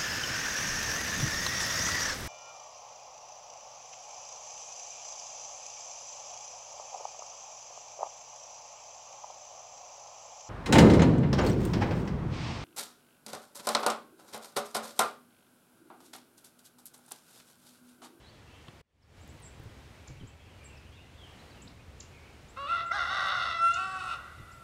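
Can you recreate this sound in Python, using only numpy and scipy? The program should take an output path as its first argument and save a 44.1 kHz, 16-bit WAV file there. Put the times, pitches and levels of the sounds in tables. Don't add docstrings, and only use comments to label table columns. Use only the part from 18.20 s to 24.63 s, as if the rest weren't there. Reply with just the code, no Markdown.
import sys
import numpy as np
from scipy import signal
from scipy.fft import rfft, irfft, next_fast_len
from scipy.io import wavfile
from scipy.ndimage import uniform_filter1d, map_coordinates

SR = 44100
rng = np.random.default_rng(int(sys.argv[2]) if len(sys.argv) > 2 else 0)


def digitize_waveform(pressure):
    field = np.atleast_2d(pressure).T
    bounded = np.clip(field, -1, 1)
    quanta = np.round(bounded * 32767).astype(np.int16)
    wavfile.write(sys.argv[1], SR, quanta)


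N = 283563

# start t/s, end t/s, roughness of the first catch (0-1), hoarse from t/s,
# hoarseness (0-1), middle and top partials' level/dB relative to the effort
CROW_NOTES = [(4.361, 4.47, .6, 4.53, 0.4, -11.5, -31), (4.475, 4.614, 0.95, 4.46, 0.77, -10, -26.5),
              (4.707, 5.327, 0.06, 4.722, 1, -9.5, -19.5), (5.331, 5.942, 0.44, 5.74, 0.76, -7.5, -19)]


def amp(db):
    return 10 ** (np.asarray(db) / 20)


def unit(x):
    return x / np.sqrt(np.mean(x ** 2) + 1e-20)


def steady(x, size):
    power = uniform_filter1d(uniform_filter1d(x ** 2, size), size)
    return x / np.sqrt(np.abs(power) + 1e-12)


def along(points, hz):
    f, v = np.transpose(points)
    return np.interp(np.log(hz + 1), np.log(f + 1), v)


def curve(points):
    return np.interp(np.arange(N) / SR, *np.transpose(points))


def ramp(start, length):
    return np.clip((np.arange(N) / SR - start) / length, 0, 1)


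def decay(start, life):
    return np.exp(-np.maximum(np.arange(N) / SR - start, 0) / life)


def wobble(rate):
    return map_coordinates(rng.standard_normal(N // 8), [np.arange(N) * rate / SR], mode="wrap")


def add(track, s, x):
    part = track[max(round(s * SR), 0):][:len(x)]
    part += x[:len(part)]


def filtered(x, response):
    m = next_fast_len(N + SR // 2)
    return irfft(rfft(x, m) * response(np.fft.rfftfreq(m, 1 / SR)), m)[:N]


def lowpass(x, hz, order):
    return filtered(x, lambda f: 1 / (1 + (f / hz) ** order))


def coloured(x, points):
    return filtered(x, lambda hz: amp(along(points, hz)))


def noise(spectrum):
    return unit(coloured(rng.standard_normal(N), spectrum))


def scatter(x, t60):
    t = np.arange(SR) / SR
    tail = rng.standard_normal(SR) * amp(-60 * t / t60)
    return signal.fftconvolve(x, tail / np.linalg.norm(tail))[:N]


CUT_S = 0.6134


def countryside():
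    # f/Hz, relative level/dB
    rumble_spectrum = [(15, -24), (40, -9), (52, -8), (64, 1), (88, 0), (104, -5), (135, -5), (170, -14),
                       (300, -21), (700, -60)]
    field_spectrum = [(88, -32), (150, -2), (285, -3.5), (436, -4), (1400, -11), (2270, -11.5),
                      (3280, -15.5), (5760, -21.5), (6860, -23), (8010, -25), (15500, -37)]
    rumble_db = np.where(np.arange(N) / SR < CUT_S, -57.5, -54.5)
    rumble = noise(rumble_spectrum) * amp(rumble_db + 0.33 * wobble(5.38))
    hush = noise(field_spectrum) * amp(-57.5 + 1.1 * wobble(3.69))
    hiss = noise([(3000, -10), (9000, 4), (14000, -3), (16000, -17)])
    return rumble + hush + amp(-70.5) * ramp(start=5.6, length=.3) * hiss


def whistles(notes, waver):
    track, unsteady = np.zeros(N), 1 + waver * wobble(180)
    for s, length, start, middle, end, db in notes:
        u = np.linspace(0, 1, int(length * SR))
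        glide = np.polyval(np.polyfit([0, .5, 1], [start, middle, end], 2), u)
        hz = glide * np.roll(unsteady, -int(s * SR))[:len(u)]
        swell = np.sqrt(2 * np.abs(np.sin(np.pi * u)))
        add(track, s, amp(db) * swell * np.sin(2 * np.pi * np.cumsum(hz) / SR))
    return track


def twitter(start, end, centre_hz, db, count):
    when, length, level = rng.random((count, 3)).T
    spread = .1 * rng.standard_normal((count, 1)) + .07 * rng.standard_normal((count, 3))
    onsets = start + (end - start) * when
    notes = [onsets, 0.0288 + 0.062 * length, centre_hz * np.exp(spread), db - 6 * level]
    return whistles(np.column_stack(notes), waver=0.0343)


def far_birds():
    # t/s, length/s, f/Hz, glide as a share of f, level/dB
    song = [(0.032, 0.075, 4140, 0.16, -63), (.31, .08, 3000, -.25, -71), (1.751, 0.081, 2600, .3, -72),
            (1.834, .15, 2270, -0.1, -68), (1.959, 0.025, 2570, .1, -65), (1.996, 0.032, 3100, -0.22, -62),
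            (2.088, 0.23, 2250, .02, -75), (2.3, 0.12, 2920, -.16, -68), (2.405, 0.035, 2410, 0.053, -62),
            (2.465, 0.16, 2660, -.13, -65.5), (2.975, 0.13, 3160, -.25, -59.5),
            (3.183, 0.033, 4000, 0.18, -63), (3.303, 0.034, 4270, -.13, -63.5),
            (3.326, 0.11, 2890, -0.24, -65.5), (3.9, 0.21, 2224, -.02, -65)]
    notes = [(s, length, hz * (1 - glide / 2), hz, hz * (1 + glide / 2), db)
             for s, length, hz, glide, db in song]
    direct = whistles(notes, waver=0.0283)
    direct += twitter(0, .45, centre_hz=3140, db=-66.5, count=10)
    direct += twitter(2.0, 4.15, centre_hz=2663, db=-65.5, count=40)
    return direct + amp(-1.5) * scatter(direct, t60=0.75)


def handling():
    # t/s, level/dB, f/Hz, t60/s
    impacts = [(.484, -34, 133, .044), (1.111, -50, 308, 0.077), (1.393, -42, 126, 0.12),
               (1.455, -41.5, 106.5, 0.22), (1.598, -45, 101, 0.087), (1.896, -39, 133.6, 0.29),
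               (2.011, -36, 169, 0.072), (2.031, -35, 113.6, .13), (2.263, -40, 93.4, .11),
               (3.438, -48, 135, 0.13), (6.196, -36.5, 108.6, .11)]
    # t/s, level/dB before shaping
    tick_bursts = [(0.4828, -31.5)]
    # f/Hz, gain/dB
    tick_spectrum = [(300, -26), (1400, 3.5), (2300, -14), (3500, 2), (5200, -26), (11000, -28),
                     (16000, -47)]
    bumps, ticks, t = np.zeros(N), np.zeros(N), np.arange(SR // 3) / SR
    attack = 1 - np.exp(-t / 0.0019)
    for s, db, hz, t60 in impacts:
        add(bumps, s, amp(db - 60 * t / t60) * attack * np.sin(2 * np.pi * hz * t))
    rub = np.abs(bumps) * noise([(80, 10), (250, 2), (600, -20), (2000, -35), (8000, -74)])
    for s, db in tick_bursts:
        add(ticks, s, amp(db - 60 * t / 0.027) * rng.standard_normal(len(t)))
    return bumps + 0.69 * rub + coloured(ticks, tick_spectrum)


def near_birds():
    # t/s, kind, length/s, level/dB
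    chips = [(0.82, "fall", 0.02, -60.5), (1, "rise", 0.047, -68), (1.083, "rise", 0.028, -63.5),
             (1.219, "hook", 0.069, -56), (1.875, "snap", .011, -51), (2.069, "rise", 0.019, -60.5),
             (2.44, "hook", 0.035, -56), (2.568, "fall", 0.02, -63), (3.417, "rise", 0.016, -54),
             (3.473, "flick", 0.012, -53), (3.801, "snap", 0.0092, -44), (4.28, "rise", 0.038, -64),
             (4.656, "rise", .03, -63), (5.537, "snap", 0.0097, -41), (6.309, "rise", .04, -64.5),
             (6.316, "fall", .016, -64)]
    glides = {"rise": (6300, 7550, 7800), "hook": (9700, 7400, 8500), "snap": (6900, 6750, 2600),
              "fall": (5850, 5100, 4000), "flick": (3300, 4200, 5760)}
    direct = whistles([(s, length, *glides[kind], db) for s, kind, length, db in chips], waver=0.0071)
    return direct + amp(-4.5) * scatter(direct, t60=0.28)


def rustles():
    # t/s, length/s, level/dB
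    swells = [(1.071, 0.13, -56), (1.33, 0.36, -60.5), (3.278, 0.34, -56.5)]
    # f/Hz, relative level/dB
    spectrum = [(60, -14), (150, 2.5), (330, -2), (600, -32), (2000, -43)]
    return sum(amp(db) * np.sin(np.pi * ramp(s, length)) for s, length, db in swells) * noise(spectrum)


def drips():
    # t/s, level/dB before the high-pass
    drops = [(1.077, -51), (1.2007, -53), (1.3977, -51.5), (1.4356, -52), (5.0875, -44)]
    track, t = np.zeros(N), np.arange(SR // 50) / SR
    for s, db in drops:
        add(track, s, amp(db - 60 * t / .008) * rng.standard_normal(len(t)))
    return track - lowpass(track, 6500, order=4)


def voicing():
    clear_roughness, blend_s = .09, 0.014
    notes = np.array(CROW_NOTES)
    current = np.maximum(np.searchsorted(notes[:, 0], np.arange(N) / SR) - 1, 0)
    start, _, catch, hoarse_at, hoarseness, middle_db, top_db = notes[current].T
    rough = clear_roughness + catch * decay(start, .014) + hoarseness * (1 - decay(hoarse_at, .075))
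    crack = ramp(start=5.555, length=0.017)
    doubling = np.clip(0.5 * rough + crack, 0, 1)
    return uniform_filter1d(np.array([rough, doubling, middle_db, top_db]), int(blend_s * SR))


def syrinx(pitch, rough, doubling, jitter, wander, shimmer, rasp):
    rough = np.clip(rough, 0, 1.3)
    unsteady = rough * (jitter * wobble(520) + wander * wobble(55)) + .0036 * wobble(160)
    phase = 2 * np.pi * np.cumsum(pitch * (1 + unsteady)) / SR
    pulses = unit(sum(np.cos(k * phase) / np.hypot(1, k / 7) for k in range(1, 23)))
    sizes = 1 + doubling * np.cos(phase / 2) + shimmer * rough * wobble(480)
    hiss = rng.standard_normal(N) * (1 + np.cos(phase))
    return pulses * sizes + rasp * (rough + 0.2) * hiss


def windpipe(x, round_trip_s, reflection, dispersion):
    def response(hz):
        ripple = 1 + reflection * np.clip(hz / 2000 - 1, 0, 1) * np.cos(2 * np.pi * hz * round_trip_s)
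        return ripple * np.exp(-2j * np.pi * dispersion * np.sqrt(hz))
    return filtered(x, response)


def throat(x):
    # f/Hz, gain/dB
    strained = [(300, -42.5), (560, -10.5), (790, -16.5), (930, -17.5), (1130, -0.5), (1380, 3), (1560, -8),
                (1730, -16.5), (1970, 3.5), (2420, -30.5), (2770, -5.5), (3200, -17), (3650, 0),
                (4300, -12), (6500, -19.5), (7000, -31), (8700, -33), (15000, -48.5)]
    opened = [(300, -30.5), (720, -13), (900, -9.5), (1130, -6), (1370, 13.5), (1500, -7), (1650, -40),
              (2000, -28), (2230, -23.5), (2660, -3.5), (3050, -13.5), (3450, -32.5), (3850, -16.5),
              (5000, -32.5), (8500, -23), (15000, -61)]
    # t/s, share (0 strained, 1 open)
    openings = [(4.37, 0.61), (4.52, 0.71), (4.60, .19), (4.72, .02), (5.31, 0.14), (5.36, .01),
                (5.43, 0.8), (5.76, 0.84), (5.9, 0.73)]
    opening = curve(openings)
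    return (1 - opening) * coloured(x, strained) + opening * coloured(x, opened)


def rooster():
    # t/s, f/Hz
    short_pitch = [(4.365, 517), (4.39, 551), (4.462, 572), (4.492, 668.6), (4.54, 682.7), (4.59, 662.2)]
    harsh_pitch = [(4.719, 679), (4.731, 793.6), (4.755, 828.7), (4.785, 780), (4.812, 684.6), (4.872, 705),
                   (4.93, 780.3), (5.12, 747.8), (5.21, 686)]
    held_pitch = [(5.38, 663), (5.419, 677.3), (5.506, 683.8), (5.555, 712.4), (5.591, 750), (5.66, 763.4),
                  (5.83, 743), (5.9, 725.4), (5.955, 546)]
    # t/s, level/dB
    effort = [(4.365, -39.5), (4.4, -39), (4.52, -35), (4.6, -35.5), (4.73, -32.5), (4.81, -31.5),
              (4.85, -35.5), (4.97, -31), (5.12, -31.5), (5.3, -33.5), (5.37, -38.5), (5.44, -34),
              (5.58, -38), (5.76, -40), (5.93, -38)]
    beak_hz, beak_width_hz, beak_db = 1362.5, 23, 12.5
    attack_s, release_s, uneven_db = 0.015, 0.024, 2
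    pitch = curve(short_pitch + harsh_pitch + held_pitch)
    rough, doubling, middle_db, top_db = voicing()
    pulses = syrinx(pitch, rough, doubling, jitter=.045, wander=.018, shimmer=.7, rasp=.55)
    voice = throat(windpipe(pulses, round_trip_s=.001125, reflection=.5, dispersion=.3))
    body = lowpass(voice, 2070, order=14)
    upper = voice - body + .45 * scatter(voice - body, t60=.07)
    middle = lowpass(upper, 4580, order=16)
    top = upper - middle + scatter(upper - middle, t60=.1) * (1 + .8 * wobble(140))
    resonance = np.exp(-((2 * pitch - beak_hz) / beak_width_hz) ** 2)
    clarity = np.clip(1 - rough ** 2, 0, 1)
    bands = amp(beak_db * resonance * clarity) * steady(body, size=600)
    bands += amp(middle_db + uneven_db * wobble(22)) * steady(middle, size=600)
    bands += amp(top_db) * steady(top, size=600)
    envelopes = [ramp(start, attack_s) * decay(end, release_s) for start, end, *_ in CROW_NOTES]
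    return np.max(envelopes, axis=0) * amp(curve(effort)) * bands


def tree_line(x, tail_db, dull_hz):
    # delay t/s, relative level/dB
    trees = [(0.066, -7.5), (.13, -12.5), (.42, -23), (.84, -26.5), (.98, -21)]
    # f/Hz, t60/s
    decay_times = [(300, 1.8), (1400, 2.2), (2600, 1.2), (4000, 2.6), (9000, 1.3)]
    echoes, dull = np.zeros(N), lowpass(x, dull_hz, order=3)
    for delay, db in trees:
        add(echoes, delay, amp(db) * scatter(dull, t60=0.067))
    hz, t, spectra = signal.stft(rng.standard_normal(2 * SR), SR, nperseg=256)
    spectra *= amp(-60 * t / along(decay_times, hz)[:, None])
    _, tail = signal.istft(spectra, SR, nperseg=256)
    return echoes + amp(tail_db) * signal.fftconvolve(x, tail / np.linalg.norm(tail))[:N]


def scene():
    pasture = countryside() + far_birds() + handling() + near_birds() + rustles() + drips()
    crow = rooster()
    return (pasture + crow + tree_line(crow, tail_db=-15.5, dull_hz=2640))[None]


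def record(dry):
    cut_db, fall_s, recovery_s, top_hz = -32.5, 0.0068, 0.37, 15700
    fade_db = cut_db * (ramp(CUT_S, fall_s) - ramp(CUT_S, recovery_s))
    return filtered(dry[0] * amp(fade_db), lambda hz: hz < top_hz)[None]


dry = scene()
out = record(dry)
digitize_waveform(out)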